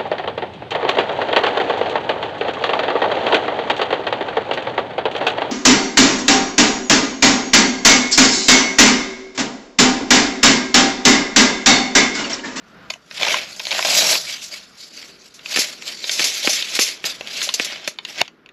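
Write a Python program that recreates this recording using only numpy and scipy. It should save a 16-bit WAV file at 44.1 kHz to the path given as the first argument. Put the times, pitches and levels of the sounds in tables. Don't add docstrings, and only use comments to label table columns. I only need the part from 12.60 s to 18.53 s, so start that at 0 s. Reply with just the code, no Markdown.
import sys
import numpy as np
from scipy import signal
from scipy.fft import rfft, irfft, next_fast_len
from scipy.io import wavfile
from scipy.ndimage import uniform_filter1d, map_coordinates

SR = 44100
rng = np.random.default_rng(int(sys.argv[2]) if len(sys.argv) > 2 else 0)


def file_out(sig):
    cols = np.atleast_2d(sig).T
    lim = np.clip(cols, -1, 1)
    pcm = np.round(lim * 32767).astype(np.int16)
    wavfile.write(sys.argv[1], SR, pcm)


N = 261299

# (time [s], level [dB])
AIR_LEVEL = [(0, -46.5), (.3, -46.5), (1, -49), (2.05, -55.5), (2.7, -53.5), (5.7, -51.5), (5.93, -56.5)]
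# (time [s], level [dB])
CLOTH_LEVEL = [(0, -71), (2.1, -78), (2.25, -55.5), (2.5, -50), (2.7, -59), (3.2, -50), (5.6, -54.5),
               (5.93, -58)]
# (frequency [Hz], level [dB])
AIR_SPECTRUM = [(25, 6), (100, -10), (150, -0.5), (190, 2.5), (320, -5), (650, -6.5), (900, -10.5),
                (1400, -3.5), (2200, -13.5), (3500, -18), (5500, -25.5), (8000, -47), (14000, -41)]
CLOTH_SPECTRUM = [(40, -33.5), (130, -16), (220, -5.5), (400, -4), (700, -21), (2000, -23), (6000, -52)]
# (time [s], level before a common lift [dB], pitch [Hz])
SPOOL_CLUNKS = [(0.358, -34.5, 680), (0.668, -13, 910), (0.741, -11, 1050), (1.249, -13, 657),
                (1.45, -18.5, 890), (3.847, -19.5, 606), (3.892, -18, 610), (4.874, -23, 584)]
# (time [s], level before a common lift [dB], brightest ring [Hz], boost of low case modes [dB])
CASE_TAPS = [(0.3008, -20, 2530, -14), (0.3032, -11.5, 4550, -6), (0.3369, -20.5, 2420, -10),
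             (0.5118, -22.5, 2860, -12), (0.611, -13.5, 2780, 3), (0.6228, -10, 2640, 2.5),
             (0.631, -3.5, 2450, -5), (0.6497, -9, 3000, -5), (0.6823, -8.5, 2650, -3),
             (0.7423, -7, 2090, 2.5), (0.951, -34, 4740, -18), (0.9958, -16.5, 3800, -7),
             (1.0005, -16.5, 2410, -1), (1.053, -15, 4180, -11), (1.069, -12.5, 4150, -4),
             (1.1086, -11.5, 2500, -7), (1.1155, -8, 2507, -3.5), (1.1268, -10.5, 3830, -7),
             (1.1913, -8, 2640, 3.5), (1.226, -10, 2270, -1), (1.2486, -8.5, 2910, 1),
             (1.5286, -7, 4140, -2), (1.5533, -9, 3500, 3), (2.428, -26.5, 2022, -14),
             (2.7928, -31.5, 2440, -10), (2.8595, -16, 2520, -13.5), (3.223, -22.5, 2170, -12),
             (3.2792, -15.5, 3800, -8.5), (3.4417, -13.5, 3100, -0.5), (3.4945, -8, 4000, -12),
             (4.0245, -10, 3400, -13), (4.6095, -16, 2180, 0), (4.6732, -18, 2480, -18),
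             (4.8166, -10, 2410, -25), (4.8903, -8, 2530, -5), (5.2759, -10.5, 2650, 2),
             (5.387, -16, 2680, -2), (5.4503, -15.5, 3270, -15), (5.6788, -25.5, 3100, -2),
             (5.8608, -32, 2110, -15), (5.89, -34, 2650, -16)]
# (rate [per s], level over the scrape before that lift [dB], scatter [dB], pitch [Hz], scatter [octaves])
STRAY_TICKS = (60, 7.5, 2, 2700, 0.4)
STRAY_BUMPS = (34, 1.4, 2.4, 717, 0.22)
# (frequency [Hz], relative level [dB], time to fall 60 dB [s])
CASE_MODES = [(607, -5, 0.021), (884, -4.5, 0.0089), (1660, -1, 0.0027), (2230, -1.5, 0.013),
              (2487, 0.5, 0.0095), (2920, -3, 0.012), (3596, -2.5, 0.011), (4320, -1.5, 0.01),
              (5360, 0, 0.0048), (6780, -1, 0.0069), (6790, -7, 0.0064), (11240, -9, .003)]
# (time [s], level before a common lift [dB], boost of the low thud [dB])
BLADE_KNOCKS = [(2.961, -11.5, 3), (2.972, -11.5, 4.5), (2.986, -15, 13), (3.594, -11.5, -1.5),
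                (3.603, -17.5, 9), (3.873, -6, 7.5), (4.19, -8.5, 8.5), (4.441, -18, 2.5),
                (4.997, -9.5, 3.5), (5.276, -16, 7)]
# (frequency [Hz], level [dB])
KNOCK_SPECTRUM = [(40, -20), (110, -16.5), (190, -1), (330, 4.5), (650, 1), (1200, -4.5), (2300, 7.5),
                  (3300, 4.5), (4500, -6.5), (8000, -14), (14000, -31)]
# (time [s], level [dB], brightness [0-1])
HOOK_BLOWS = [(5.6152, 15.5, 1), (5.6163, 5, 0.4), (5.6174, 3, 0.07)]
# (frequency [Hz], level before a low cut [dB], time to fall 60 dB [s])
CASE_JOLT = [(136, -23.5, 0.036), (417, -28.5, 0.043), (720, -10, 0.024), (880, -7, 0.012)]
# (time [s], level before flutter [dB], time to fall 60 dB [s])
BLADE_WHIPS = [(0.303, -38.5, 0.18), (1.248, -26, 0.082), (2.740, -38.5, 0.19), (2.861, -40, 0.13),
               (2.959, -18, 0.33), (2.990, -11.5, 0.13), (3.512, -19, 0.32), (3.591, -22, 0.23),
               (3.641, -13.5, 0.23), (3.893, -14.5, 0.31), (3.929, -16.5, 0.18), (4.15, -16, 0.089),
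               (4.192, -14.5, 0.26), (4.21, -12, 0.26), (4.826, -17.5, 0.18), (4.9392, -9.5, 0.06),
               (5.045, -15, 0.072), (5.275, -19.5, 0.088)]
# (frequency [Hz], level [dB])
STEEL_SPECTRUM = [(50, -44), (400, -10), (1200, -21), (2300, -6), (3600, -3.5), (4800, 1), (6000, 0.5),
                  (7200, -3), (8200, -12.5), (9500, -15), (11200, -10), (12600, -18.5), (13600, -32.5),
                  (14400, -55)]
SCRAPE_SPECTRUM = [(300, -31), (900, -20), (1300, -12.5), (1700, -4.5), (2250, 1), (3000, 0.5),
                   (4000, -1.5), (5500, -18), (7500, -53), (11000, -40), (14000, -48)]
HISS_SPECTRUM = [(1000, -26.5), (2500, -17), (3600, -3), (4600, 4.5), (5800, -1), (7200, -3.5), (8000, -12),
                 (9500, -17), (11200, -14.5), (12600, -20), (13400, -33.5), (14300, -73)]
REEL_SPECTRUM = [(25, -20.5), (90, -21.5), (180, -6.5), (330, -5), (450, -7), (600, 3), (780, -5.5),
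                 (1100, -10.5), (1600, -4.5), (3000, -61.5)]
RATTLE_SPECTRUM = [(60, -29), (200, -22.5), (420, -7), (640, -2), (950, -4), (1300, -6), (1750, -2),
                   (2300, 1.5), (3000, -1), (3600, -12), (5500, 1.5), (8000, -31.5), (14000, -55)]
# (full speed at [s], held [s], scrape [dB], rise [s], fall [s], hiss over scrape [dB])
SPOOL_RUNS = [(0.625, 0.13, -26, 0.069, 0.17, -6), (1.125, 0.053, -27.5, 0.04, 0.16, -6),
              (1.253, 0.295, -23, 0.008, 0.044, -1.5), (5.6, 0.0093, -28, 0.064, 0.03, -6)]
# (peak at [s], scrape [dB], rise [s], fall [s], hiss over scrape [dB], case rumble over scrape [dB])
BLADE_SWISHES = [(0.085, -64, 0.1, 0.2, 3, -4), (0.57, -32, 0.07, 0.2, -3, -16),
                 (0.715, -22, 0.11, 0.13, -3, -13), (0.83, -46.5, 0.1, 0.16, -14, -1),
                 (1.075, -33.5, 0.086, 0.2, 0, -11), (1.38, -31, 0.14, 0.18, 16, -7.5),
                 (1.531, -30, 0.51, 0.15, 13.5, -1.5), (1.695, -26, 0.083, 0.17, -1, -18),
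                 (1.84, -44.5, 0.06, 0.091, 13, -14.5), (1.935, -34.5, 0.07, 0.15, 1, -11.5),
                 (2.23, -46, 0.14, 0.16, 6.5, -9.5), (2.38, -40, 0.1, 0.24, 1.5, -11.5),
                 (2.66, -52, 0.12, 0.1, 7, -10), (2.931, -29, 0.093, 0.28, 1, -9),
                 (3.019, -24, 0.12, 0.094, 2, -14.5), (3.13, -41.5, 0.029, 0.067, 4, -4.5),
                 (3.29, -30.5, 0.075, 0.11, 2, -10), (3.475, -36.5, 0.1, 0.41, 6, -8),
                 (3.61, -24, 0.091, 0.31, -1, -11), (3.78, -30.5, 0.6, 0.2, 3.5, -25),
                 (3.86, -25.5, 0.058, 0.18, 2.5, -10), (3.98, -24.5, 0.23, 0.27, -4.5, -21.5),
                 (4.159, -25, 0.12, 0.11, 1, -11), (4.3, -28, 0.32, 0.068, 0, -14.5),
                 (4.37, -45, 0.14, 0.16, -22, -4.5), (4.46, -22, 0.023, 0.1, 0.5, -11.5),
                 (4.68, -39, 0.11, 0.13, -11, -7), (4.778, -27.5, 0.16, 0.28, -0.5, -13),
                 (5.019, -31, 0.088, 0.12, 2, -8), (5.11, -28, 0.2, 0.15, -10.5, -10),
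                 (5.26, -36, 0.14, 0.12, -7, -8.5), (5.505, -35, 0.073, 0.12, -1.5, -11),
                 (5.655, -44, 0.08, 0.034, -13, -7)]
# (frequency [Hz], gain [dB])
OVERALL_COLOUR = [(20, -29), (60, -2.5), (8300, 0), (8850, -7.5), (9050, -19.5), (9250, -3.5), (9700, 0.5),
                  (13400, 1.5), (14800, -19.5), (16000, -28)]
# (frequency [Hz], side over middle [dB])
STEREO_WIDTH = [(30, -36), (200, -19), (2500, -57.5), (10500, -23.5), (11400, -5.5), (14000, 2.5)]

TOP_HZ = 16400
RUN_REEL_DB = -6
FOCUS_DB_PER_OCTAVE = 5.5
STRAY_HOLLOW_DB = 0.5


def amp(db):
    return 10 ** (np.asarray(db) / 20)


def unit(x):
    return x / np.sqrt(np.mean(x ** 2) + 1e-20)


def unit_energy(x):
    return x / np.linalg.norm(x)


def along(points, hz):
    f, v = np.transpose(points)
    return np.interp(np.log(hz + 1), np.log(f + 1), v)


def level_curve(rows):
    times, levels = np.transpose(rows)
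    return np.interp(np.arange(N) / SR, times, levels)


def wobble(rate):
    knots = rng.standard_normal(int(N * rate / SR) + 4)
    return map_coordinates(knots, [np.arange(N) * rate / SR])


def filtered(x, response):
    m = next_fast_len(N + SR // 4)
    gain = response(np.fft.rfftfreq(m, 1 / SR))
    return irfft(rfft(x, m) * gain, m)[..., :N]


def causal(spectrum, ripple_db=0, size=2048):
    hz = np.fft.rfftfreq(size, 1 / SR)
    ripple = unit(uniform_filter1d(rng.standard_normal(len(hz)), size=4))
    cepstrum = irfft(np.log(amp(along(spectrum, hz) + ripple_db * ripple)))
    cepstrum[1:size // 2] *= 2
    cepstrum[size // 2 + 1:] = 0
    return irfft(np.exp(rfft(cepstrum)))


def through(x, response):
    return signal.fftconvolve(x, response)[:len(x)]


def add(track, s, sound):
    part = track[round(s * SR):][:len(sound)]
    part += sound[:len(part)]


def contacts(rate, spread_db, smooth):
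    happens = rng.random(N) < rate / SR
    strength = amp(spread_db * np.clip(rng.standard_normal(N), -2, 2))
    hits = happens * strength * rng.choice([-1, 1], N)
    return unit(unit(hits) + smooth * rng.standard_normal(N))


def flexing(x, depth_db):
    z = signal.stft(x, nperseg=512)[2]
    field = uniform_filter1d(rng.standard_normal(z.shape), size=6, axis=0)
    field = uniform_filter1d(field, size=7, axis=1)
    gain = amp(depth_db * np.clip(unit(field), -2, 2))
    return unit(signal.istft(z * gain, nperseg=512)[1][:N])


def shimmer(x, t60, db):
    t = np.arange(SR // 4) / SR
    tail = rng.standard_normal(len(t)) * amp(-60 * t / t60)
    tail = through(tail, causal([(300, -14), (1200, 13.5), (2200, 6.5), (12000, -3.5)]))
    return x + amp(db) * through(x, unit_energy(tail))


def chatter(length, bounce, count=5, size=4096):
    when, strength = rng.random((2, count))
    blows = np.zeros(size)
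    blows[0] = 1
    blows[np.clip(when * length * SR, 1, size - 1).astype(int)] = bounce * (2 * strength - 1)
    return blows


def case_ring(gain_db, detune, scatter_db, crack_db, size=4096):
    hz, db, t60 = np.transpose(CASE_MODES)[:, :, None]
    t = np.arange(size) / SR
    level, shift = rng.standard_normal((2, len(CASE_MODES), 1))
    sign = (-1) ** np.arange(len(CASE_MODES))[:, None]
    strength = sign * amp(db + gain_db(hz) + scatter_db * level - 60 * t / t60)
    modes = strength * np.sin(2 * np.pi * hz * (1 + detune * shift) * t)
    crack = through(rng.standard_normal(size) * amp(-60 * t / 0.0039), causal(SCRAPE_SPECTRUM))
    ring = unit(modes.sum(0)) + amp(crack_db) * unit(crack)
    return signal.lfilter(*signal.butter(1, 320, "high", fs=SR), ring)


def swell(s, hold, rise, fall):
    t = np.arange(N) / SR
    before = np.maximum((s - t) / rise, 0)
    after = np.maximum((t - s - hold) / fall, 0)
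    return amp(-20 * np.minimum(before + after, 10)) ** 2


def spool_power():
    return sum(amp(db) ** 2 * swell(s, hold, rise, fall) for s, hold, db, rise, fall, _ in SPOOL_RUNS)


def strays(spool, rule, count=500):
    rate, over_db, scatter_db, hz, octaves = rule
    when, strength, pitch = np.clip(rng.standard_normal((count, 3)), -2, 2).T
    times = (np.arange(count) + when / 2) / rate
    level = np.interp(times, np.arange(N) / SR, 10 * np.log10(spool))
    rows = np.transpose([times, level + over_db + scatter_db * strength, hz * 2 ** (octaves * pitch)])
    return rows[level > -38]


def outdoors():
    air = unit(through(rng.standard_normal(N), causal(AIR_SPECTRUM)))
    cloth = unit(through(rng.standard_normal(N), causal(CLOTH_SPECTRUM)))
    air_db = level_curve(AIR_LEVEL) + 3.0 * wobble(rate=7.02)
    cloth_db = level_curve(CLOTH_LEVEL) + 0.82 * wobble(rate=9.6)
    return air * amp(air_db) + cloth * amp(cloth_db)


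def clunks(spool, t60=0.031):
    track = np.zeros(N)
    t = np.arange(SR // 16) / SR
    soft_start = 1 - np.exp(-t / 0.0013)
    for s, db, hz in [*SPOOL_CLUNKS, *strays(spool, STRAY_BUMPS)]:
        modes = np.sin(2 * np.pi * hz * t) - 0.4 * np.sin(2 * np.pi * 1.35 * hz * t)
        add(track, s, amp(db + 2.0 - 60 * t / t60) * soft_start * modes)
    return track


def taps(spool):
    track = np.zeros(N)
    ticks = [(*tick, STRAY_HOLLOW_DB) for tick in strays(spool, STRAY_TICKS)]
    for s, db, ring_hz, body_db in [*CASE_TAPS, *ticks]:
        def colour(hz):
            return np.where(hz < 1200, body_db, -FOCUS_DB_PER_OCTAVE * np.abs(np.log2(hz / ring_hz)))

        ring = case_ring(colour, detune=0.035, scatter_db=3.0, crack_db=-2.5)
        click = through(chatter(length=0.004, bounce=0.66), ring)
        add(track, s, amp(db + 16.0) * unit_energy(click))
    return shimmer(track, t60=0.11, db=-11.0)


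def knocks(size=4096):
    track = np.zeros(N)
    hz = np.fft.rfftfreq(size, 1 / SR)
    for s, db, thud_db in BLADE_KNOCKS:
        travel = 0.002153 * np.exp(0.139 * rng.standard_normal())
        phase = 4 * np.pi * travel * np.sqrt(hz * 1000)
        level_db = along(KNOCK_SPECTRUM, hz) + thud_db / (1 + (hz / 900) ** 2)
        wave = irfft(amp(level_db) * np.exp(-1j * phase))[:size // 2]
        wave = through(wave, chatter(length=0.005, bounce=0.38))
        add(track, s, amp(db + 20.0) * unit_energy(wave))
    return shimmer(track, t60=0.032, db=-11.0)


def mouth(bright):
    focus = 11 - 7 * np.clip(bright, 0, 1)
    return lambda hz: -focus * np.abs(np.log2(hz / 2450)) - 6 * (hz < 1200)


def hook():
    track = np.zeros(N)
    home = HOOK_BLOWS[0][0]
    for s, db, bright in HOOK_BLOWS:
        blow = case_ring(mouth(bright), detune=0.008, scatter_db=1, crack_db=-8)
        add(track, s, amp(db) * unit_energy(blow))
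    slot = case_ring(mouth(0), detune=0.02, scatter_db=1, crack_db=-12)
    rub = signal.fftconvolve(rng.standard_normal(SR // 110), slot)
    add(track, home - 0.0103, amp(7.5) * unit_energy(rub))
    t = np.arange(SR // 16) / SR
    jolt = sum(amp(db - 60 * t / t60) * np.sin(2 * np.pi * hz * t) for hz, db, t60 in CASE_JOLT)
    jolt = signal.lfilter(*signal.butter(3, 150, "high", fs=SR), jolt)
    add(track, home + 0.00053, jolt)
    return shimmer(track, t60=0.1, db=-31)


def whips():
    track = np.zeros(N)
    t = np.arange(SR // 3) / SR
    onset = 1 - np.exp(-t / 0.00097)
    for s, db, t60 in BLADE_WHIPS:
        add(track, s, amp(db - 60 * t / t60) * onset * rng.standard_normal(len(t)))
    steel = causal(STEEL_SPECTRUM, ripple_db=2.5)
    return through(track * amp(1.7 * np.tanh(wobble(rate=76))), unit_energy(steel))


def slide_levels(spool):
    scrape, hiss, reel = spool.copy(), np.zeros(N), spool * amp(RUN_REEL_DB) ** 2
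    for s, hold, db, rise, fall, hiss_db in SPOOL_RUNS:
        hiss += amp(db + hiss_db) ** 2 * swell(s, hold, rise, fall)
    for s, db, rise, fall, hiss_db, reel_db in BLADE_SWISHES:
        power = amp(db) ** 2 * swell(s, 0, rise, fall)
        scrape += power
        hiss += power * amp(hiss_db) ** 2
        reel += power * amp(reel_db) ** 2
    return 10 * np.log10([scrape, hiss, reel])


def blade(spool):
    scrape_db, hiss_db, reel_db = slide_levels(spool)
    flutter = np.tanh(wobble(rate=110))

    grit = contacts(rate=900, spread_db=2.5, smooth=0.9)
    scrape = flexing(through(grit, causal(SCRAPE_SPECTRUM, ripple_db=1.0)), depth_db=2.5)
    fine_grit = contacts(rate=6000, spread_db=3.5, smooth=1.4)
    hiss = flexing(through(fine_grit, causal(HISS_SPECTRUM, ripple_db=0.3)), depth_db=3.5)
    sizzle = unit(through(rng.standard_normal(N), causal(STEEL_SPECTRUM, ripple_db=5.0)))
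    rumble_hits = contacts(rate=450, spread_db=1.5, smooth=0.44)
    reel = unit(through(rumble_hits, causal(REEL_SPECTRUM, ripple_db=1.0)))
    rattle_hits = contacts(rate=140, spread_db=2, smooth=0.05)
    rattle = unit(through(rattle_hits, causal(RATTLE_SPECTRUM, ripple_db=2.5)))

    return (scrape * amp(scrape_db + 2.1 * flutter)
            + hiss * amp(hiss_db + 3.25 * flutter + 0.93 * np.tanh(wobble(rate=49)))
            + sizzle * amp(1.625 * hiss_db + 6.5 + 2.3 * flutter)
            + reel * amp(reel_db - 1.0 + 1.9 * np.tanh(wobble(rate=60)))
            + rattle * amp(reel_db + 2.0 + 2.4 * flutter))


def scene():
    spool = spool_power()
    mid = outdoors() + clunks(spool) + taps(spool) + knocks() + hook() + whips() + blade(spool)
    z = signal.stft(mid, nperseg=256)[2]
    scrambled = z * np.exp(2j * np.pi * rng.random(z.shape))
    side = signal.istft(scrambled, nperseg=256)[1][:N]
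    side = filtered(side, lambda hz: amp(along(STEREO_WIDTH, hz)))
    return np.array([mid + side, mid - side])


def record(dry):
    x = dry / (1 + np.abs(dry) ** 6) ** (1 / 6)
    x = filtered(x, lambda hz: amp(along(OVERALL_COLOUR, hz)))
    return filtered(x, lambda hz: hz < TOP_HZ)


dry = scene()
out = record(dry)
file_out(out)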